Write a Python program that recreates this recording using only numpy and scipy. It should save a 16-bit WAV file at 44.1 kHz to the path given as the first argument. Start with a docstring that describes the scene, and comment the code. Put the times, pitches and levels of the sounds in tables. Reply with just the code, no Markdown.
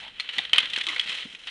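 """In an open yard, a dog bites a corrugated plastic drain pipe and drags it over straw and dry dirt.
Runs of filtered clicks make the ribs crunch; bundles of decaying sines make them buckle with a ringing snap.
In between, coloured grains scrape and crackle, slip pulses groan in the hollow pipe and damped notes thud.
Quiet air and a fading hum lie beneath, and the hardest snaps overload the small microphone."""
import sys
import numpy as np
from scipy import signal
from scipy.fft import rfft, irfft
from scipy.io import wavfile

SR = 44100
rng = np.random.default_rng(int(sys.argv[2]) if len(sys.argv) > 2 else 0)


def materialize(psi):
    """Save the field psi as 16-bit PCM at rate SR to the path in sys.argv[1].

    A 1-D psi becomes a single channel; in a 2-D psi each row is a channel.
    """
    bounded = np.clip(np.atleast_2d(psi).T, -1, 1)
    quanta = np.round(bounded * 32767).astype(np.int16)
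    wavfile.write(sys.argv[1], SR, quanta)


N = 66150


def undb(db):
    """Decibels to gain."""
    return 10 ** (np.asarray(db) / 20)


def unit(x):
    """Scale to rms 1."""
    return x / np.sqrt(np.mean(x ** 2) + 1e-18)


def decay(t, t60):
    """Exponential decay by 60 dB in t60 seconds."""
    return np.exp(-np.log(1000) * t / t60)


def colour(x, points):
    """Causal minimum-phase filter that follows a response of (Hz, dB) points."""
    size = 2048
    hz, db = np.array(points).T
    f = np.maximum(np.fft.rfftfreq(size, 1 / SR), 1)
    log_gain = np.log(undb(np.interp(np.log(f), np.log(hz), db)))
    # folding the cepstrum onto positive time makes the filter causal
    cepstrum = irfft(log_gain)
    cepstrum[1:size // 2] *= 2
    cepstrum[size // 2 + 1:] = 0
    impulse = irfft(np.exp(rfft(cepstrum)))
    return signal.fftconvolve(x, impulse)[:len(x)]


def resonate(x, hz, width):
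    """A resonance applied twice; width is that of one pass, as a share of its centre."""
    b, a = signal.iirpeak(hz, 1 / width, fs=SR)
    once = signal.lfilter(b, a, x)
    return signal.lfilter(b, a, once)


def grains(n, rate, spread_db):
    """Tiny clicks of random timing, sign and size, at an average rate per second."""
    size = undb(spread_db * np.minimum(rng.exponential(size=n), 4))
    hit = rng.random(n) < rate / SR
    return hit * size * rng.choice([-1, 1], n)


def add(out, start, x):
    """Mix a sound in at a time in seconds."""
    i = max(int(start * SR), 0)
    out[i:i + len(x)] += x[:max(N - i, 0)]


SLIPS_PER_S, SLIP_SPREAD_DB, ATTACK_S = 4200, 2.2, 0.00013


def slips(fade_ms):
    """A quickly fading run of tiny slips; the fade is its time constant."""
    t = np.arange(N // 10) / SR
    attack = 1 - np.exp(-t / ATTACK_S)
    return grains(len(t), SLIPS_PER_S, SLIP_SPREAD_DB) * attack * np.exp(-t * 1000 / fade_ms)


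def strike(x):
    """Scale to the energy of one short strike: 6 ms at rms 1."""
    return x * np.sqrt(0.006 * SR / (np.sum(x ** 2) + 1e-18))


def burst(fade_ms, points):
    """A run of slips with a colour."""
    return strike(colour(slips(fade_ms), points))


# Colour of the crunching wall. Each row: frequency in Hz, gain in dB.
CRUNCH_COLOUR = [(300, -50.5), (1000, -23.5), (1500, -20), (1950, -2.5), (2700, -3.5), (3150, 0.5),
                 (3900, -2), (4700, -16.5), (7000, -56.5)]
# Colour of the hollow body. Each row: frequency in Hz, gain in dB.
BODY_COLOUR = [(60, -19), (200, -9), (500, -9), (800, -1.5), (1250, 3.5), (1600, 7.5), (2800, -29.5)]
# Colour of crisp rib edges and of straw. Each row: frequency in Hz, gain in dB.
CRISP_COLOUR = [(3000, -51), (5000, 5), (6200, 0.5), (7500, -2.5), (9800, -6.5), (11200, -17), (12500, -56),
                (16000, -78)]
RING_DB, RING_WIDTH = -3, 0.051  # the struck rib's note, relative to the slips; width as a share of its pitch
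# Ribs crunching under teeth and paws. Each row: start in seconds, level in dB, fade in ms,
# hollow body in dB and crisp edge in dB (both relative to the level), rib note in Hz.
CRUNCHES = [(0.037, -38, 6.8, -19, -26, 3510), (0.078, -38.5, 15, -11.5, -23, 3200),
            (0.1977, -23.5, 7.8, -24, -19, 4230), (0.289, -27, 11, -17.5, -29, 2976),
            (0.3823, -20, 3.3, -18, -22.5, 3103), (.387, -20, 4.5, -16, -30, 3600),
            (0.4507, -32, 1.5, -18, -25, 3130), (0.4950, -36.5, 1.5, -18, -27, 3170),
            (0.5314, -18.5, 6.2, -14.5, -22.5, 3026), (0.544, -24, 11, -13, -24, 2480),
            (0.5581, -21.5, 7.6, -12.5, -24, 3020), (.573, -27, 24, -9, -41, 2990),
            (0.5833, -15.5, 5.8, -17, -21.5, 2498), (.602, -22.5, 5.4, -13.5, -22, 3220),
            (.626, -30, 23, -7, -18.5, 3400), (.6560, -28.5, 3.3, -22, -20.5, 3260),
            (0.6986, -31.5, 7.1, -37, -17, 3500), (0.733, -24, 8.1, -17, -21, 3180),
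            (0.761, -21.5, 4.6, -28, -21.5, 3414), (0.776, -31, 3, -3, -16, 3160),
            (0.7842, -28.5, 3.7, -13, -11, 3240), (0.8108, -23.8, 5, -26, -21, 3420),
            (.836, -33, 10.5, -19, -14, 3600), (0.867, -23.5, 5.8, -42, -17.5, 3165),
            (0.8859, -23, 6.9, -30, -18, 2155), (0.899, -35, 2.5, -27, -17, 3000),
            (0.9615, -25, 5.5, -11.5, -27, 2254), (0.9953, -22, 4.5, -29, -19.5, 2980),
            (1.0109, -30.5, 3.2, -23, -18, 3070), (1.06, -40, 6, -11.5, -34, 3150),
            (1.074, -31.5, 4.2, -18, -28, 3190), (1.085, -32, 4, -27, -20, 3130),
            (1.091, -27.5, 14, -19, -15, 2470), (1.117, -31, 4.7, -12, -26, 2610),
            (1.183, -36, 6, -39, -20, 2610), (1.196, -33, 27, -24, -16.5, 2980),
            (1.2275, -37, 5.3, -29, -32, 3150), (1.3486, -35.5, 2.9, -18.5, -20.5, 2506),
            (1.4714, -31, 5, -12.5, -19, 2980), (1.479, -31.5, 12, -15, -28, 3190)]


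def crunches():
    """Slips over the ribs sound the wall, one rib's note, the hollow body and a crisp edge."""
    out = np.zeros(N)
    for start, db, fade, body_db, crisp_db, hz in CRUNCHES:
        note = undb(RING_DB) * strike(resonate(slips(fade / 2), hz, RING_WIDTH))
        wall = strike(burst(fade, CRUNCH_COLOUR) + note)
        body = undb(body_db) * burst(fade, BODY_COLOUR)
        crisp = undb(crisp_db) * burst(fade, CRISP_COLOUR)
        add(out, start, undb(db) * (wall + body + crisp))
    return out


SNAP_BAND_HZ = (1560, 4730)


def thin_wall(x):
    """The thin wall radiates little outside this band."""
    return signal.sosfilt(signal.butter(3, SNAP_BAND_HZ, "band", fs=SR, output="sos"), x)


GROUND_LAG_S, GROUND_DB = 0.0039, -9  # the snap again, off the ground
# Modes of the pipe wall, transposed together for each snap.
# Each row: untransposed pitch in Hz, level in dB, 60 dB decay time in seconds.
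WALL = [(2035, -35, 0.17), (2660, -19.5, 0.013), (3077, -3, .018), (3157, -19.5, 0.066),
        (3360, -16, 0.0078), (4360, -34, 0.036)]
# Ribs buckling. Each row: start in seconds, level in dB, pitch of the strongest wall mode in Hz.
SNAPS = [(0.1982, -21, 2260), (0.5331, 0, 3030), (0.5826, 1.5, 3137), (.9960, -6.8, 3240)]


def snaps():
    """A rib buckles at once and rings the wall modes; the ground returns a copy."""
    out, t = np.zeros(N), np.arange(N // 10) / SR
    main_hz = max(WALL, key=lambda mode: mode[1])[0]
    for start, db, hz in SNAPS:
        ring = np.zeros(len(t))
        for mode_hz, mode_db, t60 in WALL:
            pitch = mode_hz * hz / main_hz
            ring += undb(mode_db) * np.sin(2 * np.pi * pitch * t) * decay(t, t60)
        add(out, start, undb(db) * ring)
        add(out, start + GROUND_LAG_S, undb(db + GROUND_DB) * ring)
    return thin_wall(out)


# A single short one-sided pulse as the microphone overloads at the first strong snap.
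# The row: start in seconds, peak in dB, length in ms.
OVERLOAD_PULSE = (.5331, -26, 0.98)


def overload_pulse():
    """One short overload pulse of the microphone, a single positive hump."""
    out = np.zeros(N)
    start, db, length_ms = OVERLOAD_PULSE
    add(out, start, undb(db) * signal.windows.hann(int(length_ms * SR / 1000)))
    return out


def bumps(table):
    """Heavily damped notes that swell and die within a few cycles."""
    out, t = np.zeros(N), np.arange(N // 30) / SR
    for start, db, hz, swell_ms in table:
        age = t * 1000 / swell_ms
        swell = age * np.exp((1 - age ** 2) / 2)  # peaks at 1 when age is 1
        add(out, start, undb(db) * swell * np.sin(2 * np.pi * hz * t))
    return out


# Hard bites on the pipe. Each row: start in seconds, peak in dB, pitch in Hz, swell in ms.
KNOCKS = [(0.3812, -36, 934, 2.3), (0.3935, -34, 796, 2.6), (0.5815, -24, 1250, 2.3)]


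def knocks():
    """Hard bites knock the hollow of the pipe into short damped notes."""
    return bumps(KNOCKS)


GRAINS_PER_S, GRAIN_SPREAD_DB = 2400, 2.2  # grit under the pipe
STRAWS_PER_S, STRAW_SPREAD_DB = 1700, 1
JERK_HZ, JERK_DB = 109.76, 2.3  # unevenness of the drag: random points per second, typical size
# Colour of the scraping pipe. Each row: frequency in Hz, gain in dB.
SCRAPE_COLOUR = [(150, -43.5), (290, -24), (500, -24.5), (1000, -20.5), (1500, -12.5), (2000, -8.5),
                 (2750, -6), (3150, 1.5), (3550, -9.5), (4100, -9), (4800, -27), (7000, -51.5)]
# Course of the dragging, before its jerks. Each row: time in seconds, level of the pipe's scrape in dB,
# level of the straw's crackle in dB.
DRAG = [(0, -41, -58.5), (.07, -42, -68), (0.137, -53, -76), (0.191, -44, -67), (.225, -42.5, -66),
        (.27, -42.5, -67.5), (.35, -37, -57), (.43, -36.5, -59.5), (0.522, -48.5, -73), (.61, -34.5, -68.5),
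        (.68, -38.5, -60.5), (.80, -35, -56), (0.849, -41.5, -61), (.895, -34, -52.5), (.98, -36, -56.5),
        (1.055, -41, -60), (1.105, -32.5, -51), (1.165, -36, -52), (1.213, -37.5, -62), (1.275, -45, -60.5),
        (1.40, -49.5, -64.5), (1.5, -44.5, -61.5)]


def drag():
    """The pipe scrapes jerkily over grit while straw crackles beneath it."""
    t = np.arange(N) / SR
    at, scrape_db, straw_db = np.array(DRAG).T
    jerk = JERK_DB * np.interp(t * JERK_HZ, np.arange(N // 100), rng.standard_normal(N // 100))
    scrape = unit(colour(grains(N, GRAINS_PER_S, GRAIN_SPREAD_DB), SCRAPE_COLOUR))
    straw = unit(colour(grains(N, STRAWS_PER_S, STRAW_SPREAD_DB), CRISP_COLOUR))
    scrape_gain = undb(np.interp(t, at, scrape_db) + jerk)
    straw_gain = undb(np.interp(t, at, straw_db) + jerk)
    return scrape * scrape_gain + straw * straw_gain


TICKS_PER_S, TICK_T60_S = 100, 0.015
TICK_DB = 2.5  # upper limit of a tick, relative to the scrape level
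TICK_HZ = (1934, 4010)  # range of their pitches


def rib_ticks():
    """Single ribs flick over grit at random, each with its own short note; levels follow the scrape."""
    out, t = np.zeros(N), np.arange(N // 30) / SR
    at, scrape_db, _ = np.array(DRAG).T
    low_hz, high_hz = TICK_HZ
    for when, pitch, size in rng.random((int(TICKS_PER_S * N / SR), 3)):
        start = when * N / SR
        hz = low_hz + pitch * (high_hz - low_hz)
        ring = np.sin(2 * np.pi * hz * t) * decay(t, TICK_T60_S)
        add(out, start, size * undb(np.interp(start, at, scrape_db) + TICK_DB) * ring)
    return thin_wall(out)


RUB_LOW_HZ, RUB_WIDTH = 323, 0.42  # low resonance; width of both as a share of their pitch
RUB_JITTER, RUB_SPREAD_DB = 0.2, 4.5  # unevenness of slip rate (share) and of slip level
# The hollow pipe groaning as it sticks and slips. Each row: start in seconds, length in seconds,
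# level in dB, resonance in Hz, level of the low resonance in dB, slip rate at start, middle and end in Hz.
RUBS = [(0, .1, -53.5, 818, -74, 296, 274.6, 259.8), (0.858, 0.094, -42, 1165, -53, 344.6, 296, 310.1)]


def rubs():
    """Uneven stick-slip pulses glide in rate and excite two hollow resonances of the pipe."""
    out = np.zeros(N)
    for start, length, db, hz, low_db, *rates in RUBS:
        n = int(length * SR)
        i = np.arange(n)
        wobble = np.interp(i, np.linspace(0, n, n // 100), rng.standard_normal(n // 100))
        glide = np.interp(i, np.linspace(0, n, len(rates)), rates)
        rate = glide * (1 + RUB_JITTER * wobble)
        # one pulse per completed cycle
        pulses = np.diff(np.floor(np.cumsum(rate) / SR), prepend=0)
        pulses = pulses * undb(RUB_SPREAD_DB * rng.standard_normal(n))
        groan = undb(db) * unit(resonate(pulses, hz, RUB_WIDTH))
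        low = undb(low_db) * unit(resonate(pulses, RUB_LOW_HZ, RUB_WIDTH))
        add(out, start, (groan + low) * signal.windows.tukey(n, .5))
    return out


# Lingering resonances of the whole pipe. Each row: pitch in Hz, width in Hz, gain in dB.
PIPE = [(496, 24, 6.5), (1304, 40, -10.5), (1964, 47, -4), (2060, 13.4, -29), (2634, 88, -6),
        (2930, 19, -16), (4007, 37, -15)]


def pipe(x):
    """The whole pipe rings on after whatever touches it."""
    ringing = np.zeros(N)
    for hz, width, db in PIPE:
        b, a = signal.iirpeak(hz, hz / width, fs=SR)
        ringing += undb(db) * signal.lfilter(b, a, x)
    return x + ringing


SCUFF_DB, SCUFF_MS, SCUFF_HZ, SCUFF_WIDTH = -8.5, 22, 240, 1.2  # dB relative to the landing
# Paws and pipe landing on dirt. Each row: start in seconds, peak of the note in dB, pitch in Hz, swell in ms.
THUDS = [(0.374, -46, 226, 4.4), (0.391, -43, 223, 3.5), (0.629, -47, 200, 4), (0.776, -48, 300, 2),
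         (1.057, -47, 215, 4), (1.089, -47.5, 210, 4), (1.2517, -37.5, 241, 5.7), (1.335, -50, 222, 3.2)]


def thuds():
    """Soft landings, each a dull damped note with a scuff of loose dirt."""
    out = bumps(THUDS)
    for start, db, _, _ in THUDS:
        scuff = strike(resonate(slips(SCUFF_MS), SCUFF_HZ, SCUFF_WIDTH))
        add(out, start, undb(db + SCUFF_DB) * scuff)
    return out


YARD_T60_S, YARD_SWELL_S, YARD_DB = 0.16, 0.0093, -15.5


def yard(x):
    """Faint, short scatter from the fence and the ground, as a swelling and decaying noise tail."""
    t = np.arange(N // 4) / SR
    tail = rng.standard_normal(len(t)) * decay(t, YARD_T60_S) * (1 - np.exp(-t / YARD_SWELL_S))
    tail = tail / np.sqrt(np.sum(tail ** 2))
    return x + undb(YARD_DB) * signal.fftconvolve(x, tail)[:N]


AIR_DB, HUM_FADE_DB_PER_S = -63, 5.5  # air level before the wavering
# Colour of the quiet air. 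Each row: frequency in Hz, gain in dB.
AIR_COLOUR = [(20, -1), (60, -5.5), (130, -6), (220, -4.5), (350, -5.5), (1000, -10), (3000, -18),
              (10000, -27), (12500, -53)]
# Faint distant hum. Each row: pitch in Hz, level in dB before the fade and the wavering.
HUM = [(54, -71.5), (103, -73.5), (156, -75.5), (210, -71)]
# Wavering of air and hum together. Each row: time in seconds, gain in dB.
BACKGROUND = [(0, 3.5), (.28, -4), (.6, 4.5), (1.5, -1)]


def outdoors():
    """Quiet air as coloured noise and a fading distant hum of sines, wavering in level."""
    t = np.arange(N) / SR
    hum = np.zeros(N)
    for hz, db in HUM:
        tone = unit(np.sin(2 * np.pi * (hz * t + rng.random())))
        hum += undb(db - HUM_FADE_DB_PER_S * t) * tone
    air = undb(AIR_DB) * unit(colour(rng.standard_normal(N), AIR_COLOUR))
    at, gain_db = np.array(BACKGROUND).T
    return (hum + air) * undb(np.interp(t, at, gain_db))


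def scene():
    """Dog and pipe in the yard, with the microphone's overload pulse."""
    plastic = pipe(crunches() + snaps() + drag() + rubs() + rib_ticks())
    mix = yard(plastic + knocks()) + thuds() + overload_pulse() + outdoors()
    return mix[None]


MIC_TOP_HZ, SOFTEN_HZ, TOP_HZ = 11600, 12200, 16300
CLIP_LEVEL = 0.71  # ceiling of the overload, full scale is 1


def record(dry):
    """The microphone loses the high treble; overload rounds off the hardest snaps; filters cut the top."""
    mic = signal.sosfilt(signal.butter(14, MIC_TOP_HZ, fs=SR, output="sos"), dry)
    # overload at four times the rate, to limit aliasing
    fine = signal.resample_poly(mic, 4, 1, axis=1)
    rounded = fine / (1 + (fine / CLIP_LEVEL) ** 10) ** .1
    clipped = signal.resample_poly(rounded, 1, 4, axis=1)
    soft = signal.sosfilt(signal.butter(3, SOFTEN_HZ, fs=SR, output="sos"), clipped)
    return signal.sosfilt(signal.ellip(8, .2, 70, TOP_HZ, fs=SR, output="sos"), soft)


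dry = scene()
out = record(dry)
materialize(out)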